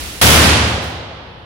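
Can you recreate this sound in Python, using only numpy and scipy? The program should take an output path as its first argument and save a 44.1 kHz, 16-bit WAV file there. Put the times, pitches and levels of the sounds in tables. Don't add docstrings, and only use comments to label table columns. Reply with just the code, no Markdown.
import sys
import numpy as np
from scipy import signal
from scipy.fft import rfft, irfft, next_fast_len
from scipy.io import wavfile

SR = 44100
rng = np.random.default_rng(int(sys.argv[2]) if len(sys.argv) > 2 else 0)


def master_out(mix):
    frames = np.transpose(np.atleast_2d(mix))
    ceiling = np.clip(frames, -1, 1)
    pcm = np.round(ceiling * 32767).astype(np.int16)
    wavfile.write(sys.argv[1], SR, pcm)


N = 63945

BANG_S, ATTACK_S = 0.2138, 0.0019
# f/Hz, level/dB
WASH_TONE = [(25, -13), (42, -6.5), (70, -12.5), (120, 2), (170, -3.5), (250, -2), (400, -7.5), (800, -7.5),
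             (1500, -8.5), (3300, -11), (5500, -14), (10000, -19.5), (16000, -30.5)]
# f/Hz, t/s
WASH_FADE = [(35, 0.85), (100, 0.98), (300, 1.113), (1500, 1.147), (4000, 1.08), (8000, .88), (14000, 0.59)]
# f/Hz, level/dB
RING_TONE = [(30, -33), (70, -7.5), (160, -9.5), (260, -7), (700, -4.5), (1400, -11.5), (2400, -16.5),
             (3300, -14.5), (4200, -14.5), (6000, -16), (12000, -56.5)]
# f/Hz, t/s
RING_FADE = [(100, 2.3), (700, 2.92), (3000, 2.91), (8000, 1)]
# f/Hz, level/dB, t/s to fade by 60 dB
ROOM_NOTES = [(70, -8, 1.5), (78.4, 0, 1.2), (92.6, -17, 1.8), (108.5, -11, 1.7), (157, -22, 2.4),
              (198, -13, 1.3), (246, -13, 1.4), (331, -13, 1.1), (350, -26, 2.6), (515, -19, 1.5),
              (538, -25, 2.5), (835, -22, 2), (3354, -31, 2.2)]
# t/s, level/dB
LANDINGS = [(0.651, -15), (0.781, -14)]
# t/s, level/dB
SHOWERS = [(.655, -38), (.81, -41)]
# f/Hz, level/dB
SPRAY_TONE = [(1000, -28), (5000, 1), (10000, -6.5), (16000, -12)]
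# f/Hz, level/dB
HISS_TONE = [(25, -22), (45, -9), (64, 1.5), (100, -15.5), (240, -16), (330, -14.5), (900, -19.5),
             (3800, -19), (7500, -23.5), (10400, -26.5), (16000, -32)]
# f/Hz, level/dB
QUIET_TONE = [(25, -5), (60, 6.5), (300, -4), (3000, -33), (9000, -44), (16000, -49)]
# f/Hz, likeness (1 = the same)
LIKENESS = [(30, .9), (70, .99), (140, .97), (290, .88), (640, .55), (1400, .02), (15000, 0)]
# f/Hz, level/dB
LEFT_OVER_RIGHT = [(60, 5.6), (300, -1.5), (700, -2.5), (1400, -1), (3100, -2), (7000, -2), (15000, -7)]
# f/Hz, level/dB
LEFT_TONE = [(20, -2.5), (50, 0.5), (90, 4.5), (250, 0), (600, 1.5), (3000, 0.5), (8000, 1), (9500, 2),
             (10400, 4), (11800, 4.5), (16000, 10)]
# f/Hz, level/dB
RIGHT_TONE = [(20, 0.5), (50, -0.5), (90, 5.5), (250, -0.5), (600, -2), (3000, 3.5), (8000, 0), (9500, 2.5),
              (10400, 7), (11800, -1.5), (16000, -9.5)]


def bang():
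    wash = amp(7) * echoes(WASH_TONE, WASH_FADE)
    ring = amp(-14) * echoes(RING_TONE, RING_FADE)
    return wash + ring


def echoes(tone, fade_times, size=512):
    hz, t, bands = signal.stft(room_noise(tone), SR, nperseg=size)
    fade = amp(-60 * np.maximum(t - BANG_S, 0) / along(fade_times, hz)[:, None])
    rise = 1 - np.exp(-since(BANG_S) / ATTACK_S)
    return signal.istft(bands * fade, SR, nperseg=size)[1][:, :N] * rise


def boom():
    t = since(BANG_S)
    notes = 0
    for k, (hz, db, fade_s) in enumerate(ROOM_NOTES):
        direction = -(-1) ** k
        notes += direction * amp(db) * dying(t, fade_s) * np.sin(2 * np.pi * hz * t)
    rise = 1 - np.exp(-t / 0.013)
    return amp(-2) * notes * rise


def scraps():
    knocks = 0
    for start_s, db in LANDINGS:
        age = since(start_s) / 0.0003
        knocks += amp(db) * age * np.exp(1 - age)
    return knocks


def spray():
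    rise_s, hold_s = 0.029, 0.036
    swells = 0
    for start_s, db in SHOWERS:
        rise = np.minimum(since(start_s) / rise_s, 1)
        swells += amp(db) * rise * dying(since(start_s + hold_s), fade_s=0.44)
    return swells * room_noise(SPRAY_TONE)


def hiss():
    slow_fade = amp(-27 - 26 * since(0))
    ending = dying(since(BANG_S), fade_s=0.32)
    return slow_fade * ending * room_noise(HISS_TONE)


def room_noise(tone):
    def share(hz):
        angle = np.arccos(np.clip(along(LIKENESS, hz), -1, 1)) / 2
        return amp(along(tone, hz)) * [np.cos(angle), np.sin(angle)]

    common, opposite = filtered(rng.standard_normal((2, N)), share)
    pair = np.array([common + opposite, common - opposite])
    pair = filtered(pair, lambda hz: amp(np.outer([.5, -.5], along(LEFT_OVER_RIGHT, hz))))
    return pair / np.sqrt(np.mean(pair ** 2) + 1e-20)


def amp(db):
    return 10 ** (np.asarray(db) / 20)


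def along(points, hz):
    f, values = np.transpose(points)
    return np.interp(np.log(hz + 1), np.log(f + 1), values)


def since(s):
    return np.maximum(np.arange(N) / SR - s, 0)


def dying(t, fade_s):
    return np.exp(-np.log(1000) * t / fade_s)


def filtered(x, response):
    size = next_fast_len(N + SR // 2)
    hz = np.fft.rfftfreq(size, 1 / SR)
    return irfft(rfft(x, size) * response(hz), size)[..., :N]


def coloured(x, tone, size=4096):
    hz = np.fft.rfftfreq(size, 1 / SR)
    log_ring = irfft(np.log(amp(along(tone, hz))))
    log_ring[1:size // 2] *= 2
    log_ring[size // 2 + 1:] = 0
    ring = irfft(np.exp(rfft(log_ring)))
    return signal.fftconvolve(x, ring)[:N]


def overload(x, top_db, hardness=10):
    return x / (1 + np.abs(x / amp(top_db)) ** hardness) ** (1 / hardness)


def scene():
    return hiss() + bang() + boom() + scraps() + spray() + amp(-44.5) * room_noise(QUIET_TONE)


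def record(dry):
    lag_below_hz, top_hz = 281.5, 15900
    left, right = overload(dry, top_db=-7)
    toned = np.array([coloured(left, LEFT_TONE), coloured(right, RIGHT_TONE)])
    lagged = filtered(toned, lambda hz: (lag_below_hz - 1j * hz) / (lag_below_hz + 1j * hz))
    flattened = overload(lagged, top_db=-1.5)
    return filtered(flattened, lambda hz: 1 / (1 + (hz / top_hz) ** 200))


dry = scene()
out = record(dry)
master_out(out)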